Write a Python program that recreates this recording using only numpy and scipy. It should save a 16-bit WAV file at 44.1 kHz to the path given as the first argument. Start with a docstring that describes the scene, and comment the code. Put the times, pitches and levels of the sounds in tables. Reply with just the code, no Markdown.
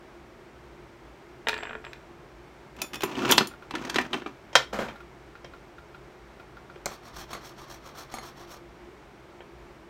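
"""At a jeweller's bench a small steel tool drops on wood and clatters to rest, its shank ringing thinly.
A hand rummages in the catch tray, where steel tools knock, clink and drag. Something is knocked down
and slid on the bench, among faint hollow ticks. Then a needle file works a wax ring against the bench
pin in quick strokes, its teeth rasping brightest at full speed.
A fan runs throughout in the small workshop."""
import sys
import numpy as np
from scipy import signal
from scipy.fft import rfft, irfft
from scipy.io import wavfile
from scipy.ndimage import uniform_filter1d

SR = 44100
rng = np.random.default_rng(int(sys.argv[2]) if len(sys.argv) > 2 else 0)


def file_out(sig):
    """Save sig as 16-bit WAV at sys.argv[1]."""
    # one column per channel
    cols = np.atleast_2d(sig).T
    # limit, then scale
    lim = np.clip(cols, -1, 1)
    pcm = np.round(lim * 32767).astype(np.int16)
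    wavfile.write(sys.argv[1], SR, pcm)


N = 436149


def filing(tooth_hz=1300, tooth_db=-12, swell=0.93, fizz_swell=2.2, thrum_db=-10):
    """Steel teeth cut wax. Each stroke speeds up and slows down, biting brightest at full speed."""
    # Tone of teeth cutting wax. Each row: frequency in Hz, gain in dB.
    rasp_tone = [(300, 0.5), (700, 4.5), (1250, 7.5), (2000, -3), (2900, -7), (3250, -1), (3700, -4),
                 (4600, -2), (4950, -12), (5400, 0.5), (7000, -10.5), (9500, -15), (10500, -19),
                 (12500, -12), (15500, -18)]
    # The file bumps the pin. Each row: start in seconds, then level, treble and blade ring in dB.
    taps = [(6.8577, -28.5, 8, -34), (6.8629, -30.5, -29, -13), (7.331, -35, -10, 3), (7.35, -40, -12, -15),
            (8.14, -33.5, -9.5, 4), (8.185, -38, -13.5, 5)]
    # Tone of a bump. Each row: frequency in Hz, gain in dB.
    body = [(100, -14), (480, -7), (770, 2.5), (930, -10), (1300, -9.5), (1800, -16), (2200, -7.5),
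            (2800, -25), (4300, -10.5), (5000, -16), (6200, -15.5), (8000, -17), (10400, -33), (12700, -25),
            (16000, -32)]
    # Ring of the file. Each row: frequency in Hz, level in dB, t60 in seconds.
    modes = [(147, -17, 0.16), (228, -12, 0.24), (746, 0, .08), (1216, 3, 0.058), (4240, -6, .2),
             (6580, 5.5, 0.067), (6860, -25, 0.13), (7500, -10, 0.2), (8500, -10, .15), (8900, -2.5, 0.087),
             (9750, -9, 0.15), (10900, -6, 0.18), (11320, -8, 0.1), (14700, -10, .12)]
    t = np.arange(N) / SR
    speed, force, bite = np.zeros((3, N))
    for start, end, db, bite_db in strokes():
        arc = np.sin(np.pi * np.clip((t - start) / (end - start), 0, 1)).clip(0)
        speed += arc
        force += amp(db) * arc ** swell
        bite += amp(db + bite_db) * arc ** fizz_swell
    unsteady = 1 + 0.28 * unit(uniform_filter1d(rng.standard_normal(N), size=100))
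    teeth_passed = np.floor(np.cumsum(tooth_hz * speed * unsteady) / SR)
    teeth = np.diff(teeth_passed, prepend=0) * rng.uniform(0, 0.93, N)
    chips = unit(grains(per_s=9000, spread_db=1.5)) + amp(tooth_db) * teeth / np.sqrt(tooth_hz / SR)
    chips = unit(chips * judder(depth_db=2.25))  # the teeth catch unevenly
    blade = unit(signal.oaconvolve(chips, ring(modes))[:N])
    rasp = unit(colour(chips + amp(-20.5) * blade, rasp_tone))
    rub = signal.sosfiltfilt(signal.butter(2, 5000, fs=SR, output="sos"), rasp)
    # The pin shudders under the strokes. Each row: frequency in Hz, gain in dB.
    thrum_tone = [(25, -18), (42, 11), (85, 4.5), (135, 5), (220, 2.0), (400, -15), (1500, -56)]
    thrum = unit(colour(rng.standard_normal(N), thrum_tone))
    out = force * (rub + amp(thrum_db) * thrum) + bite * (rasp - rub)
    out += rub * amp(-14) * skids(taps, fade_db_per_s=227, rise_s=0.0066)  # a scuff after each bump
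    for s, db, treble_db, ring_db in taps:
        add(out, s, strike(body, modes, db, treble_db, crack_t60=0.024, ring_db=ring_db))
    return out


def strokes(push_s=0.14, push_bite_db=3, pull_after_s=0.15, pull_s=0.13, pull_db=-1.2, pull_bite_db=-1):
    """A biting push, then a lighter, duller pull: start and end in seconds, force and bite in dB."""
    # The file goes to and fro at a steady pace. Each row: start in seconds, force in dB.
    cycles = [(6.856, -49), (7.121, -43), (7.398, -46.5), (7.659, -47.5), (7.927, -45.5), (8.192, -47),
              (8.456, -48)]
    rows = []
    for push, db in cycles:
        pull = push + pull_after_s
        rows.append((push, push + push_s, db, push_bite_db))
        rows.append((pull, pull + pull_s, db + pull_db, pull_bite_db))
    return rows[:-1]  # end on a push


def tray(skid_db=-9.5):
    """Tools knock on the catch tray and judder across it, both ringing its modes."""
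    # Tool hits. Each row: start in seconds, level in dB, hardness from 0 to 1, contact resonance in Hz.
    knocks = [(3.033, -22, 0.12, 1030), (3.249, -25.5, .3, 1400), (3.289, -33, .6, 1290),
              (3.305, -24, 0.7, 1400), (3.3206, -14, .95, 3140), (3.3795, -12, 0.87, 4260),
              (3.407, -22.5, 0.08, 1360), (3.708, -35.5, 0.67, 980), (3.738, -31.5, .0, 910),
              (3.752, -29.5, 0.63, 1640), (3.849, -39, 0.95, 1900), (3.897, -30, 1, 1630),
              (3.943, -31.5, 0.88, 1710), (3.9582, -22, .65, 4000), (3.984, -19.5, .5, 1900),
              (4.012, -39, 1, 1900), (4.1305, -26.5, 0.5, 3180), (4.14, -27.5, 0.4, 890),
              (4.219, -40, 0.32, 1600), (4.261, -30, 0.13, 1297)]
    # Tone of a knock and of a scrape. Each row: frequency in Hz, gain in dB.
    body = [(60, -36), (150, -20.5), (220, -9.5), (360, 1), (550, -10.5), (970, -1.5), (2000, -7.5),
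            (3250, -6.5), (4300, -11), (6000, -12.5), (9400, -24), (10700, -30), (13500, -27), (16000, -47)]
    rub_tone = [(30, -44.5), (70, -18.5), (150, -6.5), (205, -3.5), (280, -0.5), (380, -3), (600, -9.5),
                (1250, -8.5), (1600, -16.5), (2600, -21), (3300, -22.5), (4700, -27.5), (6300, -27),
                (10000, -46), (16000, -43)]
    # Ring of the tray. Each row: frequency in Hz, level in dB, t60 in seconds.
    modes = [(194.8, -9.5, 0.093), (268.5, -6.5, 0.37), (383.7, 3.5, .13), (999, 2, 0.17), (1269, -4, 0.13),
             (1490, -6.5, 0.18), (1777, 2.5, 0.11), (2055, -3.5, 0.085), (2370, 2.5, 0.13),
             (2660, 3.5, 0.16), (3315, -10, .1), (3605, -11, 0.084), (4110, -7.5, 0.09), (4700, -11.5, .18),
             (5980, -13, 0.2)]
    slips = unit(grains(per_s=4400, spread_db=3) * judder(depth_db=2.5))
    ringing = unit(signal.oaconvolve(slips, ring(modes))[:N])
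    rub = unit(colour(slips + amp(-17) * ringing, rub_tone))
    skid = amp(skid_db) * skids(knocks, fade_db_per_s=279.5, rise_s=0.0074)
    drag = drags()
    out = rub * np.hypot(skid, drag)
    for s, db, hardness, hz in knocks + rattles(drag):
        bass_db, treble_db = touch(hardness, soft=(15.5, -20.5), hard=(-10.5, 4.6))
        add(out, s, strike(body, modes, db, treble_db, bass_db, crack_t60=0.034, ring_db=-11.5,
                           contact_hz=hz, contact_db=9, rise_s=.001))
    return out


def drags(edge_s=.012):
    """Envelope of tools dragged over the tray, most swelling as the hand presses on."""
    # Each row: start and end in seconds, starting level in dB, growth in dB.
    moves = [(2.765, 2.86, -48.5, 9.5), (2.925, 2.985, -40, -4), (3.06, 3.33, -43.5, 22.5),
             (3.74, 4.08, -41, 2), (4.1, 4.21, -42.5, 2)]
    t, gain = np.arange(N) / SR, np.zeros(N)
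    for start, end, db, growth_db in moves:
        progress = np.clip((t - start) / (end - start), 0, 1)
        fades = np.clip(np.minimum(t - start, end - t) / edge_s, 0, 1)
        gain += amp(db + growth_db * progress) * fades
    return gain


def rattles(drag, count=36, relative_db=-4.5, spread_db=7, hardness=.6, low_hz=1000, high_hz=3140):
    """A dragged tool trips at random moments, adding small knocks to those on the tray."""
    sliding = np.flatnonzero(drag > 0)
    when, size, place = rng.random((count, 3)).T
    at = sliding[(when * len(sliding)).astype(int)]
    levels_db = 20 * np.log10(drag[at]) + relative_db + spread_db * (size - .5)
    contacts_hz = np.interp(place, (0, 1), (low_hz, high_hz))
    return [(s, db, hardness, hz) for s, db, hz in zip(at / SR, levels_db, contacts_hz)]


def steel_tools():
    """Fingers jostle a slim probe and steel clinks on steel; neighbouring tools soon damp the ring."""
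    # The clinks. Each row: start in seconds, level in dB, treble in dB.
    probe_clinks = [(2.765, -53, -5), (2.817, -27.5, 2), (2.933, -38, -9), (2.943, -35.5, -6.5),
                    (2.956, -37.5, -5), (3.007, -36.5, -12), (3.02, -35.5, -6)]
    steel_clinks = [(3.0345, -33.5, 1.5), (3.2912, -39, -1), (3.312, -19.5, 9.5), (3.375, -36, -3.5),
                    (3.4715, -39.5, 2)]
    # Tone of their attacks. Each row: frequency in Hz, gain in dB.
    probe_body = [(180, -48), (300, -10), (2140, -13), (2520, -8), (4910, -12.5), (5520, -7), (9240, -21.5),
                  (10400, -19), (14200, -19), (16000, -27)]
    steel_body = [(1000, -23), (3000, -4), (6500, 3.5), (8500, -9), (11500, -17), (13500, -1), (16000, -11)]
    # Ring of the metal. Each row: frequency in Hz, level in dB, t60 in seconds.
    probe_modes = [(2520, -1, 0.084), (3500, -10, 0.156), (5500, -11, 0.12), (7010, -12, 0.18),
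                   (7747, -31, 0.17), (8231, -27, 0.092), (9130, -14, 0.087), (9700, -18, 0.15),
                   (12600, -24, 0.12), (13770, -21, 0.22)]
    steel_modes = [(2540, -8, .15), (3290, -4.5, .1), (6800, -4, .08), (7224, 0, .11), (9333, -1, .12),
                   (9904, -3, .11), (11970, -16.5, .09), (13081, 1, .115), (15730, -11, .06)]
    out = np.zeros(N)
    for s, db, treble_db in probe_clinks:
        add(out, s, strike(probe_body, probe_modes, db, treble_db, crack_t60=0.034, ring_db=-6.5))
    for s, db, treble_db in steel_clinks:
        add(out, s, strike(steel_body, steel_modes, db, treble_db, crack_t60=0.028, ring_db=-2.5))
    return out


def bench():
    """A hard knock on the wooden bench top, a bumpy slide, then a few soft thuds."""
    # Hits on the wood. Each row: start in seconds, then level, bass and treble in dB.
    knocks = [(4.53, -42, 11, 4), (4.5534, -10, -2, 5), (4.729, -42, 4, -6), (4.789, -29.5, 18, -26),
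              (4.824, -33.5, 22, -31), (4.884, -37, 8, -14), (5.445, -42.5, 9, -2), (6.758, -45, 18.5, -13),
              (9.405, -44.5, 6, -33)]
    # Shoves that slide something along. Each row: start in seconds, level in dB.
    shoves = [(4.727, -28.5), (4.784, -27.5)]
    # Tone of a knock and of the slide. Each row: frequency in Hz, gain in dB.
    body = [(60, -49.5), (130, -24), (250, -17), (480, 1.5), (1000, 1.5), (1170, -5), (1450, -1.5),
            (1850, -0.5), (2400, -1.5), (2750, -7.5), (3200, -5.5), (4700, -13.5), (5400, -7),
            (7000, -18.5), (10000, -34), (16000, -39.5)]
    rub_tone = [(30, -34), (60, 1), (120, -25), (200, 5), (350, -13), (560, 1), (800, -7), (1450, -3.5),
                (1900, -13.5), (3500, -20.5), (7000, -27.5), (10000, -39), (12000, -36), (16000, -43.5)]
    # Ring after a knock. Each row: frequency in Hz, level in dB, t60 in seconds.
    modes = [(133.4, -8.5, 0.32), (429, -7, 0.12), (538, -4, 0.11), (630, -7, 0.18), (808, -6, 0.13),
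             (890, -7, .1), (1486, 11, 0.034), (1570, -5, 0.049), (1963, -0.5, .05), (2420, -5, 0.11),
             (3260, -10.5, 0.072), (3283, -11.5, .08), (3190, 14.5, .09), (3900, 7, 0.064),
             (5170, 4.5, .06), (5800, -18.5, .08), (6220, -13, 0.0754)]
    rub = unit(colour(grains(per_s=5300, spread_db=1.5), rub_tone))
    out = rub * skids(shoves, fade_db_per_s=161, rise_s=0.0067)
    for s, db, bass_db, treble_db in knocks:
        add(out, s, strike(body, modes, db, treble_db, bass_db, crack_t60=.06, ring_db=-8.5))
    return out


def dropped_tool(soft_contact_hz=1290):
    """A small tool bounces on wood: short dry clacks and the thin ring of its steel shank."""
    # The clacks. Each row: start in seconds, level in dB, hardness from 0 to 1.
    bounces = [(1.47, -25, 0.48), (1.485, -24.5, 1.0), (1.4929, -26, 0.99), (1.5298, -29.5, 0.45),
               (1.541, -34, 0.87), (1.5786, -40.5, 1), (1.632, -33.5, 0.6), (1.7519, -35, 0.12),
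               (1.842, -44, 0.1), (1.849, -41, 0.78), (1.866, -41.5, 0), (1.932, -41.5, .95)]
    # Bounces that set the shank ringing. Each row: start in seconds, level in dB.
    pings = [(1.47, -49), (1.579, -49), (1.849, -62), (1.933, -72)]
    # Tone of a clack. Each row: frequency in Hz, gain in dB.
    body = [(150, -14.5), (430, -9), (600, 0.5), (1000, -0.5), (1700, 3), (2450, -5), (3000, -5.5),
            (3700, -2.5), (4600, -14), (7000, -28.5), (11000, -37.5), (16000, -39)]
    # Ring of the wood and of the shank. Each row: frequency in Hz, level in dB, t60 in seconds.
    wood_modes = [(248, -9.5, 0.14), (435, -1.5, .12), (927, -1.5, 0.13), (1412, -5, 0.14),
                  (1680, 1, 0.079), (2464, 9.5, 0.022), (2520, -10, 0.038), (3800, -15, 0.046)]
    shank_modes = [(7630, -3, 0.56)]
    out = np.zeros(N)
    for s, db, hardness in bounces + rocking():
        bass_db, treble_db = touch(hardness, soft=(6.6, -35), hard=(-5, 12.2))
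        hz = soft_contact_hz * 2 ** hardness  # a harder contact is shorter and rings higher
        add(out, s, strike(body, wood_modes, db, treble_db, bass_db, crack_t60=0.018, ring_db=-4.5,
                           contact_hz=hz, contact_db=4.5))
    for s, db in pings:
        add(out, s, amp(db) * ring(shank_modes))
    return out


def rocking(start_s=1.567, end_s=1.745, gap_s=.0205, level_db=-38.5, hardness=0.11):
    """Between bounces the tool rocks from side to side in soft, quick, nearly even taps."""
    times = np.arange(start_s, end_s, gap_s)
    scatter = rng.standard_normal((len(times), 3)) * (.003, 1.1, 0.15)  # seconds, dB, hardness
    return [(s + late, level_db + louder, hardness + harder)
            for s, (late, louder, harder) in zip(times, scatter)]


def ticks(level_db=-45.5):
    """Soft hollow ticks, a little way off."""
    # Each entry: the start of a tick in seconds.
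    starts = [3.513, 3.537, 3.624, 4.89, 4.958, 5.0048, 5.3533, 5.536, 5.7829, 5.9461, 6.398, 6.5697, 6.699]
    # Tone of a tick. Each row: frequency in Hz, gain in dB.
    body = [(400, -10), (1000, -5), (1400, -4), (1800, -10), (2500, -16.5), (4000, -15.5), (8000, -43),
            (16000, -34)]
    # Its hollow ring. Each row: frequency in Hz, level in dB, t60 in seconds.
    modes = [(1225, -17, 0.048), (1399, 1, 0.063), (2500, -15, 0.061)]
    out = np.zeros(N)
    for s in starts:
        add(out, s, strike(body, modes, level_db, crack_t60=0.087, ring_db=3.5))
    return out


def fan(level_db=-49.5, waver_db=-0.27):
    """Steady air noise with a few resonances, wavering slightly."""
    # Tone of the moving air. Each row: frequency in Hz, gain in dB.
    air_tone = [(22, -43.5), (32, -15.5), (42, -5.5), (62, -2), (88, -13), (131, -7.5), (260, -9.5),
                (345, -9), (440, -12.5), (650, -10), (1400, -15), (2600, -23), (7000, -36), (16000, -47)]
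    # Resonances and one treble dip. Each row: centre in Hz, width in Hz, gain in dB.
    peaks = [(57.5, 7.5, 7), (131.2, 20, 6), (347.5, 26, 10), (398, 90, 6.5), (2210, 300, 3.5),
             (5665, 440, 2.5), (10330, 850, -7)]
    hz = np.fft.rfftfreq(N, 1 / SR)
    peaks_db = sum(db / (1 + (2 * (hz - centre) / width) ** 2) for centre, width, db in peaks)
    drift = wander(6000, 3000)
    air = irfft(rfft(rng.standard_normal(N)) * amp(read(air_tone, hz) + peaks_db), N)
    return amp(level_db + waver_db * drift) * unit(air)


def room(x, delay_s=.007, echoes_per_s=4000):
    """Short tail of a small cluttered room, each band dying at its own speed."""
    # Reverb time. Each row: frequency in Hz, t60 in seconds.
    decay = [(100, 0.32), (500, 0.18), (3000, 0.23), (7000, 0.19), (15000, 0.23)]
    echoes = rng.choice([-1., 1.], SR // 2) * (rng.random(SR // 2) < echoes_per_s / SR)
    hz, t, bands = signal.stft(echoes, SR, nperseg=256)
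    tail = signal.istft(bands * amp(-60 * t / read(decay, hz)[:, None]), SR, nperseg=256)[1]
    tail = np.pad(tail / np.linalg.norm(tail), (round(delay_s * SR), 0))
    wet = signal.oaconvolve(x, tail)[:N]
    return colour(wet, [(3000, -1.0), (7000, -2.5), (14000, -3.5)])  # clutter soaks up the treble


def strike(body, modes, level_db, treble_db=0, bass_db=0, *, crack_t60, ring_db,
           contact_hz=None, contact_db=6, rise_s=0.00023):
    """One blow: a crack of dense, fast-dying modes plus the clear ones, tilted in bass and treble."""
    t, attack = np.arange(SR // 3) / SR, SR // 100
    burst = rng.choice([-1., 1.], len(t)) * amp(-60 * t / crack_t60) * (1 - np.exp(-t / rise_s))
    blow = unit(colour(burst, body), attack) + amp(ring_db) * unit(ring(modes), attack)
    if contact_hz:  # each point of contact favours its own band
        blow = colour(blow, [(contact_hz / 1.37, 0), (contact_hz, contact_db), (contact_hz * 1.42, 0)])
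    tilt = [(400, bass_db), (900, 0), (3000, 0), (5500, treble_db)]
    return amp(level_db) * unit(colour(blow, tilt), attack)


def ring(modes, spread_db=2):
    """Free ringing of an object's modes; the place of the blow sets their signs and shares at random."""
    t = np.arange(SR // 3) / SR
    shares = rng.choice([-1, 1], len(modes)) * amp(spread_db * rng.standard_normal(len(modes)))
    return sum(share * amp(db - 60 * t / t60) * np.sin(2 * np.pi * hz * t)
               for share, (hz, db, t60) in zip(shares, modes))


def touch(hardness, soft, hard):
    """Blends two pairs of bass and treble in dB: soft blows thud, hard ones click."""
    return np.add(soft, hardness * np.subtract(hard, soft))


def skids(blows, fade_db_per_s, rise_s):
    """Envelope of the slide that follows each blow until friction stops it."""
    t, power = np.arange(SR // 2) / SR, np.zeros(N)
    for s, db, *_ in blows:
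        add(power, s, (amp(db - fade_db_per_s * t) * np.minimum(t / rise_s, 1)) ** 2)
    return np.sqrt(power)


def grains(per_s, spread_db):
    """The grit of friction: random slips of uneven size."""
    size = amp(spread_db * np.minimum(rng.exponential(1, N), 4))
    return size * rng.choice([-1, 1], N) * (rng.random(N) < per_s / SR)


def judder(depth_db):
    """Uneven grip of a sliding object, as a fluttering gain."""
    return amp(depth_db * wander(300, 200))


def wander(first, second):
    """Random drift: noise smoothed twice, over these lengths in samples."""
    return unit(uniform_filter1d(uniform_filter1d(rng.standard_normal(N), first), second))


def colour(x, spectrum, size=2048):
    """Minimum-phase EQ with the given curve, so that attacks stay sharp."""
    hz = abs(np.fft.fftfreq(size, 1 / SR))
    log_gain = np.log(amp(np.maximum(read(spectrum, hz), -100)))
    taps = np.fft.ifft(np.exp(np.conj(signal.hilbert(log_gain)))).real
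    return signal.oaconvolve(x, taps)[:len(x)]


def amp(db):
    """Decibels to gain."""
    return 10 ** (np.asarray(db) / 20)


def unit(x, size=None):
    """Scales to rms 1, judged on the first size samples."""
    return x / np.sqrt(np.mean(x[:size] ** 2) + 1e-20)


def read(points, hz):
    """Reads a curve on a log-frequency axis."""
    f, value = np.transpose(points)
    return np.interp(np.log(hz + 1), np.log(f + 1), value)


def add(mix, s, sound):
    """Mixes a sound in at s seconds."""
    part = mix[round(s * SR):][:len(sound)]
    part += sound[:len(part)]


def scene():
    """All the work at the bench, each part with its own reverb send, over the fan."""
    pin = filing()
    rummage = tray() + steel_tools()
    bench_top = bench() + dropped_tool()
    far = ticks()
    wet = room(amp(-8.5) * pin + amp(-10.5) * rummage + amp(-7.0) * bench_top + amp(-13.5) * far)
    return (pin + rummage + bench_top + far + wet + fan())[None]


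def record(dry, edge_hz=15950):
    """Clips any peak over full scale, then cuts the very top of the treble."""
    lowpass = signal.firwin(401, edge_hz, window=("kaiser", 9), fs=SR)
    return signal.oaconvolve(np.clip(dry, -1, 1), lowpass[None], "same")


dry = scene()
out = record(dry)
file_out(out)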